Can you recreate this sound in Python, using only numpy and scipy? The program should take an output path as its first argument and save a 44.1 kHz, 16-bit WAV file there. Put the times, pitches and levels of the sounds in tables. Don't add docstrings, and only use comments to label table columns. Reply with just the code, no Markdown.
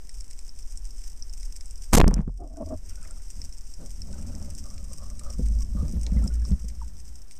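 import sys
import numpy as np
from scipy import signal
from scipy.fft import rfft, irfft
from scipy.io import wavfile
from scipy.ndimage import uniform_filter1d, minimum_filter1d

SR = 44100
rng = np.random.default_rng(int(sys.argv[2]) if len(sys.argv) > 2 else 0)


def store_pcm(level_fs):
    pcm = np.round(np.clip(level_fs, -1, 1) * 32767).astype(np.int16)
    wavfile.write(sys.argv[1], SR, np.atleast_2d(pcm).T)


N = 325899
TIME = np.arange(N) / SR


def from_db(db):
    return 10 ** (np.asarray(db) / 20)


def rms_one(x):
    return x / np.sqrt(np.mean(x ** 2) + 1e-20)


def curve(rows):
    return np.interp(TIME, *np.transpose(rows))


def swell(rows):
    inside = (TIME >= rows[0][0]) & (TIME <= rows[-1][0])
    return from_db(curve(rows)) * uniform_filter1d(inside * 1., size=400)


def coloured(x, spectrum):
    size = 16384
    hz, db = np.transpose(spectrum)
    hz = np.r_[hz[0] / 1.25, hz, hz[-1] * 1.25]
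    db = np.r_[db[0] - 20, db, db[-1] - 21]
    log_hz = np.log(np.maximum(np.fft.rfftfreq(size, 1 / SR), 1))
    cepstrum = irfft(np.log(from_db(np.interp(log_hz, np.log(hz), db))))
    cepstrum[1:size // 2] *= 2
    cepstrum[size // 2 + 1:] = 0
    response = irfft(np.exp(rfft(cepstrum)))[:size // 2]
    return signal.fftconvolve(x, response / np.linalg.norm(response))[:N]


def noise(spectrum):
    return rms_one(coloured(rng.standard_normal(N), spectrum))


def evened(x, span_s):
    power = np.abs(uniform_filter1d(x ** 2, size=max(int(span_s * SR), 2)))
    return x / np.sqrt(power + 1e-9)


def drift(rate_hz):
    lowpass = signal.butter(2, rate_hz, fs=SR, output="sos")
    return rms_one(signal.sosfilt(lowpass, rng.standard_normal(N)))


def phase_of(hz):
    return 2 * np.pi * np.cumsum(hz) / SR


def singing(hz, width_hz):
    phase = phase_of(hz)
    return rms_one(drift(width_hz / 2) * np.cos(phase) + drift(width_hz / 2) * np.sin(phase))


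def clicks(times_s, sizes):
    out = np.zeros(N)
    out[(np.asarray(times_s) * SR).astype(int)] = sizes
    return out + 1e-18


def fading(x, t60_s):
    return signal.lfilter([1], [1, -from_db(-60 / (t60_s * SR))], x)


def ring(x, hz, t60_s):
    r, w = from_db(-60 / (t60_s * SR)), 2 * np.pi * hz / SR
    return signal.lfilter([0, r * np.sin(w)], [1, -2 * r * np.cos(w), r * r], x)


def bursts(x, t60_s, tail_db, tail_t60_s):
    envelope = fading(x, t60_s) + from_db(tail_db) * fading(x, tail_t60_s)
    return rng.choice([-1, 1], N) * envelope


def stroke(start_s, length_s, level_db, attack_s, release_s, slope_db_per_s=0):
    since = TIME - start_s
    outside = np.maximum(-since, 0) / attack_s + np.maximum(since - length_s, 0) / release_s
    hold_db = level_db + slope_db_per_s * np.clip(since, 0, length_s)
    return from_db(hold_db - 20 * np.minimum(outside, 10))


def strokes(rows, attack_s, release_s, slope_db_per_s=0):
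    return np.max([stroke(*row[:3], attack_s, release_s, slope_db_per_s) for row in rows], axis=0)


def pitch_of(rows):
    return curve([(s + length / 2, hz) for s, length, _, hz in rows])


def bubble_cloud(low_hz, high_hz, per_s, cycles):
    born = (rng.random(N) < per_s / SR) * rng.standard_normal(N)
    pitches_hz = np.geomspace(low_hz, high_hz, 16)
    dealt = rng.integers(0, len(pitches_hz), N)
    return rms_one(sum(ring(born * (dealt == k) + 1e-18, hz, cycles / hz)
                       for k, hz in enumerate(pitches_hz)))


# [t/s, relative level/dB]
EDDIES = [
    [(0.02, -48), (0.212, -34), (0.232, -42), (0.658, -35.5), (1.294, -38), (1.428, -32.5), (1.556, -40.5),
     (1.8, -35.5)],
    [(2.55, -50.5), (2.68, -39.5), (4.97, -41), (5.26, -34), (5.37, -40), (5.45, -32.5), (6.19, -37.5),
     (7.3, -55)],
]
# [f/Hz, relative density/dB per Hz]
EDDY_COLOUR = [(8, -11.5), (13, 0), (25, -2), (40, -3.5), (50, -15.5), (65, -17.5), (85, -33), (120, -41),
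               (200, -59)]
BUFFET_COLOUR = [(35, -23.5), (60, 12.5), (80, 12), (105, -8.5), (140, -30), (250, -32.5)]
RUSH_LOW_COLOUR = [(60, -4), (110, -3), (150, -2.5), (225, -0.5), (300, -14.5), (400, -23.5), (600, -35.5)]
RUSH_HIGH_COLOUR = [(280, -14), (420, -8.5), (570, 11), (700, -0.5), (900, -9), (1400, -10), (2500, -28.5),
                    (4500, -18)]
FLOOR_COLOUR = [(40, 15), (100, -9.5), (220, -8), (330, -15), (600, -19.5), (1200, -23.5), (4000, -32),
                (14000, -32)]
# [t/s, level/dB]
FLOW = [(2.85, -69), (3.75, -71), (4.03, -49), (4.29, -45.5), (4.73, -51), (5.32, -52.5), (5.48, -42.5),
        (5.72, -47.5), (5.89, -44), (6.08, -49.5), (6.21, -48), (6.43, -47), (7.2, -63.5), (7.3, -83)]
# [t/s, length/s, rush level/dB, upper rush level/dB, buffeting level/dB]
SWISHES = [(2.635, 0.14, -64, -67, -34.5), (2.822, 0.36, -64.5, -69, -52), (3.05, .07, -66, -61, -55),
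           (3.38, 0.1, -57.5, -70, -41.5), (3.805, 0.042, -46.5, -52.5, -61),
           (4.078, 0.42, -54.5, -59, -58), (5.4, 0.013, -41, -70, -34.5), (5.767, 0.12, -43.5, -63, -34),
           (5.944, 0.026, -36.5, -64, -30), (6.068, 0.0066, -48, -51.5, -58),
           (6.152, .12, -36.5, -52.5, -32), (6.495, 0.023, -44, -58.5, -32)]


def water(upper_follows=0.83, buffet_follows=0.76, gurgle_db=-3):
    eddies = from_db(3.5 + curve(np.vstack(EDDIES))) * evened(noise(EDDY_COLOUR), span_s=0.16)
    flow = swell(FLOW)
    s, length_s, *levels_db = np.transpose(SWISHES)
    push, upper_push, buffet_push = [
        strokes(zip(s, length_s, db), attack_s=0.035, release_s=0.049) for db in levels_db]
    low = (flow + push) * evened(noise(RUSH_LOW_COLOUR), span_s=0.1)
    rush = from_db(-3.5) * noise(RUSH_HIGH_COLOUR) * from_db(1.7 * drift(33))
    gurgle = from_db(gurgle_db) * bubble_cloud(low_hz=314, high_hz=957, per_s=410, cycles=9.9)
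    high = (from_db(-26.5) * flow ** upper_follows + upper_push) * (rush + gurgle)
    buffet_gain = from_db(-5) * flow ** buffet_follows + buffet_push
    buffet = buffet_gain * evened(noise(BUFFET_COLOUR), span_s=0.21)
    return eddies + buffet + low + high + from_db(-52.5) * noise(FLOOR_COLOUR)


# [t/s, relative level/dB]
CRACKLE = [
    [(0.05, -58.5), (0.224, -57.5), (0.636, -57), (0.716, -56), (1.116, -55), (1.302, -57.5), (1.85, -55)],
    [(3.0, -55.5), (3.29, -52), (3.79, -55), (4.33, -53.5), (6.58, -55.5), (7.01, -59.5), (7.3, -60)],
]
# [f/Hz, relative density/dB per Hz]
HOUSING = [(1500, -20), (2200, -17.5), (3000, -17.5), (4300, -25.5), (4750, -8.5), (5200, -1), (5750, 1),
           (6900, -8), (7700, -3), (8700, -2.5), (9600, -12.5), (10800, -32.5), (12500, -16),
           (14000, -20.5)]


def far_shrimp(per_s=260, spread_db=6.0, wash_db=-5.0, snaps_db=0.5, patchy_db=1.74):
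    sizes = from_db(spread_db * np.minimum(rng.exponential(1, N), 3.6))
    impulses = sizes * (rng.random(N) < per_s / SR) + 1e-18
    snaps = bursts(impulses, t60_s=0.0056, tail_db=-10, tail_t60_s=0.043)
    sea = from_db(wash_db) * rng.standard_normal(N) + from_db(snaps_db) * rms_one(snaps)
    level_db = curve(np.vstack(CRACKLE)) + patchy_db * drift(12.2)
    return from_db(level_db) * coloured(sea, HOUSING)


# [t/s, relative strength/dB, low ring re strength/dB, top ring re strength/dB]
SNAPS = [(0.093, -38.5, -10.5, 4.5), (0.2074, -41, -13, 7), (0.3105, -45.5, -3.5, 10.5),
         (0.3901, -37, -14, 1), (0.4923, -39.5, -22, -16), (0.6266, -42, -27, -7), (0.774, -43, -22, 12),
         (0.906, -43, -30, -15), (1.0392, -41, -11, -16), (1.2238, -32, -29, -20), (1.296, -41, -28, -2),
         (1.4304, -38, -11.5, 2.5), (1.6093, -43, -6.5, 6), (1.6576, -50.5, -13, 18.5),
         (1.7786, -41, -30, 1), (3.0285, -49.5, -18, 15.5), (3.1095, -46, -15, 11.5),
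         (3.4168, -32, -16, -9), (3.4381, -45, -17, -12), (3.5252, -42, -14, -4), (3.5764, -49.5, -22, 6),
         (3.7379, -36, -27, -3), (4.0183, -33, -22, -4), (4.128, -55.5, 3, 15), (4.5503, -38.5, -29, 7),
         (4.7791, -45.5, -4, -18), (5.1941, -51, 6, 21), (5.3028, -34, -24, -24), (5.464, -55, 2, 13),
         (6.0654, -42.5, 7, -4), (6.2398, -52.5, -14, 21.5), (6.277, -34, -28, 2.5),
         (6.4507, -29.5, -30, -13), (6.518, -49, 1, -13), (6.7, -51, 1.5, -11), (7.3107, -51.5, 3, 8)]
# [low f/Hz, high f/Hz, relative gain/dB]
SNAP_BANDS = [(1820, 2540, 3.5), (3750, 6700, 8.5), (5090, 5700, 6), (7100, 9000, 0)]


def near_shrimp():
    s, strength_db, low_db, top_db = np.transpose(SNAPS)
    out = 0
    shares_db = (low_db - 1, low_db - 1, 0, top_db)
    for share_db, (low_hz, high_hz, gain_db) in zip(shares_db, SNAP_BANDS):
        impulses = clicks(s, from_db(strength_db + share_db + gain_db - 5.5))
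        crack = bursts(impulses, t60_s=0.0081, tail_db=-15, tail_t60_s=0.073)
        band = signal.butter(2, [low_hz, high_hz], "band", fs=SR, output="sos")
        out = out + signal.sosfilt(band, crack) * np.sqrt(SR / 2 / abs(high_hz - low_hz))
    return out


# [t/s, relative strength/dB, hardness/dB per octave]
KNOCKS = [(1.932, 3.5, -1), (1.946, 12.5, 2.5), (1.971, 13, 10.5), (1.986, 10.5, -3), (2.075, 8.5, 7),
          (2.084, 1.5, 6.5), (2.11, -23, 14), (2.13, -6, 0), (2.166, -5.5, 1), (2.18, -19, 12.5),
          (2.189, -3.5, -0.5), (2.208, -15.5, -2), (2.275, -5, 0), (2.283, -15.5, 4.5), (3.398, -45.5, 8),
          (3.801, -47, -1), (5.392, -24.5, 4.5), (5.4, -27, 4), (5.75, -28.5, 1.5), (5.812, -40, 3.5),
          (5.826, -26, 2.5), (5.839, -31.5, -9), (5.934, -29.5, 2), (5.968, -36, 8.5), (6.066, -41, 3),
          (6.12, -23.5, -5.5), (6.163, -23.5, -3), (6.243, -27.5, -4), (6.478, -33, 3),
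          (6.513, -26.5, -8.5), (6.529, -25, -2.5), (6.641, -34, -1)]
# [f/Hz, relative level/dB, t60/s]
BARREL = [(56, 1, 0.13), (142.4, -5, 0.094), (195.2, -1.5, 0.08), (227, -8.5, 0.053), (300, -15, 0.042),
          (374, -18.5, 0.041), (444, -35, 0.024), (490, -19.5, 0.065), (685, -34, 0.031),
          (940, -33.5, 0.016), (1180, -30, 0.0065), (1700, -31.5, 0.0055), (2400, -37.5, 0.0044)]


def knocks(contact_hz=900, pivot_hz=200):
    s, level_db, hardness = np.transpose(KNOCKS)
    chance_db = rng.normal(0, 3.47, (len(s), len(BARREL)))
    body = 0
    for k, (hz, mode_db, t60_s) in enumerate(BARREL):
        tilt_db = hardness * np.log2(hz / pivot_hz)
        strength = from_db(level_db + mode_db + tilt_db + chance_db[:, k])
        polarity = (-1) ** (k // 2)
        body = body + ring(clicks(s, strength), hz, t60_s) * polarity
    return signal.sosfilt(signal.butter(2, contact_hz, fs=SR, output="sos"), body)


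# [f/Hz, relative density/dB per Hz]
HEAVE_COLOUR = [(12, -15.5), (24, -5), (42, 4), (60, -8), (85, -20.5), (170, -26.5), (300, -44.5),
                (700, -57), (2000, -85)]


def heave(shot_s=1.933, driven_s=0.043, level_db=4):
    gain = stroke(shot_s, driven_s, level_db, attack_s=0.0038, release_s=0.33)
    return gain * evened(noise(HEAVE_COLOUR), span_s=0.021)


# [t/s, length/s, level at start/dB]
SCRAPE = [(1.935, 0.021, 1.5), (1.97, .019, 1.5)]
# [f/Hz, relative density/dB per Hz]
SCRAPE_COLOUR = [(70, -2.5), (140, 11), (250, 13.5), (400, 6.5), (600, 0), (1200, 1), (3000, -16.5),
                 (5500, -8), (8000, -4.5), (11000, -21.5), (15000, -19.5)]


def scrape():
    gain = strokes(SCRAPE, attack_s=0.0044, release_s=0.0044, slope_db_per_s=483)
    return gain * noise(SCRAPE_COLOUR) * from_db(8.2 * drift(243))


# [t/s, length/s, level/dB]
RECOIL = [(1.966, .02, 4), (2.014, .057, 23.5), (2.087, .008, -3.5)]


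def recoil(push=0.61):
    shudder = np.sin(2 * np.pi * 31.3 * (TIME - 1.9185))
    return strokes(RECOIL, attack_s=0.028, release_s=0.011) * (push + shudder)


# [f/Hz, relative density/dB per Hz]
WHIP_COLOUR = [(120, 0), (250, 0.5), (500, -4), (900, -6), (1500, -18.5), (2500, -30), (4000, -41),
               (8000, -38.5), (14000, -65)]


def whip(start_s=1.99, length_s=0.26, first_db=-16, fade_db_per_s=117.5):
    gain = stroke(start_s, length_s, first_db, attack_s=0.005, release_s=0.025,
                  slope_db_per_s=-fade_db_per_s)
    return gain * noise(WHIP_COLOUR) * from_db(5.8 * drift(111))


# [t/s, impulse level/dB]
SLAPS = [(1.9988, 17), (2.0026, 25), (2.0128, 31), (2.036, 11), (2.042, 4.5), (2.079, 6.5), (2.115, -10),
         (2.165, -6), (2.19, -10.5), (2.206, -10), (2.213, -18), (2.279, -15.5), (2.294, -24)]


def slaps():
    s, level_db = np.transpose(SLAPS)
    cracks = bursts(clicks(s, from_db(level_db)), t60_s=0.0055, tail_db=-31, tail_t60_s=0.03)
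    return coloured(cracks, WHIP_COLOUR)


# [t/s, impulse level/dB]
CLINKS = [(2.0199, 35.5), (2.079, 6), (2.11, -21), (2.141, -2.5)]


def clinks():
    s, level_db = np.transpose(CLINKS)
    cracks = bursts(clicks(s, from_db(level_db)), t60_s=0.0036, tail_db=-29.5, tail_t60_s=0.023)
    return coloured(cracks, HOUSING)


# [t/s, length/s, relative level/dB, main resonance f/Hz]
RUB = [(2.407, 0.04, -31, 717), (2.458, 0.021, -38, 656.6), (2.505, 0.043, -41, 636),
       (2.578, 0.01, -31.5, 680), (2.607, 0.023, -25, 605), (2.675, 0.0048, -33, 640),
       (2.711, 0.03, -27.5, 641)]
# [offset from main resonance/Hz, width/Hz, relative level/dB]
RUB_MODES = [(-375, 59, 1), (2, 54, -0.5), (441.5, 230, -20)]


def rubber():
    hz = pitch_of(RUB)
    modes = sum(from_db(db) * evened(singing(hz + apart_hz, width_hz), span_s=0.019)
                for apart_hz, width_hz, db in RUB_MODES)
    grit = noise([(120, 1.5), (280, -8.5), (450, 7), (680, 10), (1150, -15.5), (1600, -25), (3000, -39)])
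    gain = strokes(RUB, attack_s=0.02, release_s=0.017)
    return gain * (from_db(-4.0) * modes + from_db(-11.0) * grit)


# [t/s, level/dB, f/Hz, t60/s]
BUBBLES = [(2.562, -49.5, 1507, 0.046), (2.91, -60, 1450, 0.12), (2.975, -55.5, 1470, 0.14),
           (3.107, -52.5, 1377, 0.085), (4.135, -56, 1500, 0.11), (5.611, -52, 1107, 0.099),
           (6.17, -47, 2060, 0.073), (6.236, -46, 1352, 0.07), (6.304, -51.5, 1460, 0.11),
           (6.42, -54, 1680, 0.051), (6.453, -42.5, 1160, 0.014)]
# [t/s, length/s, level/dB]
FIZZ = [(2.9, .04, -65.5), (3.035, .045, -61.5), (3.14, 0.08, -68.5), (4.15, 0.37, -70), (6.12, 0.096, -62),
        (6.32, 0.28, -69), (6.815, 0.0071, -72)]


def bubbles():
    large = sum(ring(clicks([s], from_db(db)), hz, t60_s) for s, db, hz, t60_s in BUBBLES)
    tiny = bubble_cloud(low_hz=1190, high_hz=2820, per_s=350, cycles=28)
    return large + strokes(FIZZ, attack_s=0.069, release_s=0.096) * tiny


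# [t/s, length/s, relative level/dB, f/Hz]
SLIDE = [(4.13, 0.39, -70, 1300), (4.657, 0.0049, -54, 1183), (4.71, 0.12, -63.5, 1260),
         (4.89, 0.039, -62.5, 1106), (4.99, 0.121, -60, 1140), (5.215, 0.087, -52, 1212),
         (5.605, 0.014, -71, 1096), (5.765, 0.086, -56.5, 1198)]


def line_slide():
    song = singing(pitch_of(SLIDE), width_hz=157)
    friction = from_db(-2.5) * song + from_db(-1.5) * noise(RUSH_HIGH_COLOUR)
    return strokes(SLIDE, attack_s=0.018, release_s=0.055) * friction * from_db(2.7 * drift(26))


# [t/s, length/s, relative level/dB, f/Hz]
THRUM = [(5.46, .14, -22.5, 51.56), (5.72, 0.075, -29.5, 54.84), (5.98, 0.089, -27, 55.67),
         (6.165, 0.072, -21, 56.13), (6.33, .1, -24, 57.14), (6.515, 0.029, -28.5, 56.15),
         (6.65, .03, -29.5, 53.6), (6.79, 0.076, -34.5, 54.2), (7.03, 0.077, -42.5, 56.6)]


def line_thrum():
    tone = np.sqrt(2) * np.sin(phase_of(pitch_of(THRUM)))
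    return from_db(0.5) * strokes(THRUM, attack_s=0.17, release_s=0.08) * tone


def plop(start_s=6.816, level_db=-42.5, first_hz=1180, last_hz=900, settle_s=0.0025):
    hz = last_hz + (first_hz - last_hz) * np.exp(-np.maximum(TIME - start_s, 0) / settle_s)
    gain = stroke(start_s, 0.0074, level_db, attack_s=0.0033, release_s=0.02)
    return gain * np.sin(phase_of(hz))


def scene():
    sea = water() + far_shrimp() + near_shrimp() + bubbles() + plop()
    shot = heave() + scrape() + recoil() + whip() + slaps() + clinks()
    gun = knocks() + shot + rubber() + line_slide() + line_thrum()
    return (sea + gun)[None]


def gain_control(x, threshold_db=-11, most_db=16, hold_s=0.15, release_db_per_s=29, attack_s=0.019):
    over_db = np.clip(20 * np.log10(np.abs(x) + 1e-9) - threshold_db, 0, most_db)
    half = int(hold_s * SR / 2)
    held_db = -minimum_filter1d(-over_db, size=2 * half + 1, origin=half)
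    ramp_db = release_db_per_s * TIME
    cut_db = np.maximum.accumulate(held_db + ramp_db) - ramp_db
    pole = np.exp(-1 / (attack_s * SR))
    return x * from_db(-signal.lfilter([1 - pole], [1, -pole], cut_db))


def record(dry, ceiling=0.27, offset=-0.019, cutoff_hz=14200):
    x = gain_control(dry[0] + offset)
    x = x / (1 + (x / ceiling) ** 8) ** (1 / 8)
    top_cut = signal.ellip(10, 0.2, 80, cutoff_hz, fs=SR, output="sos")
    return signal.sosfilt(top_cut, x)[None]


dry = scene()
out = record(dry)
store_pcm(out)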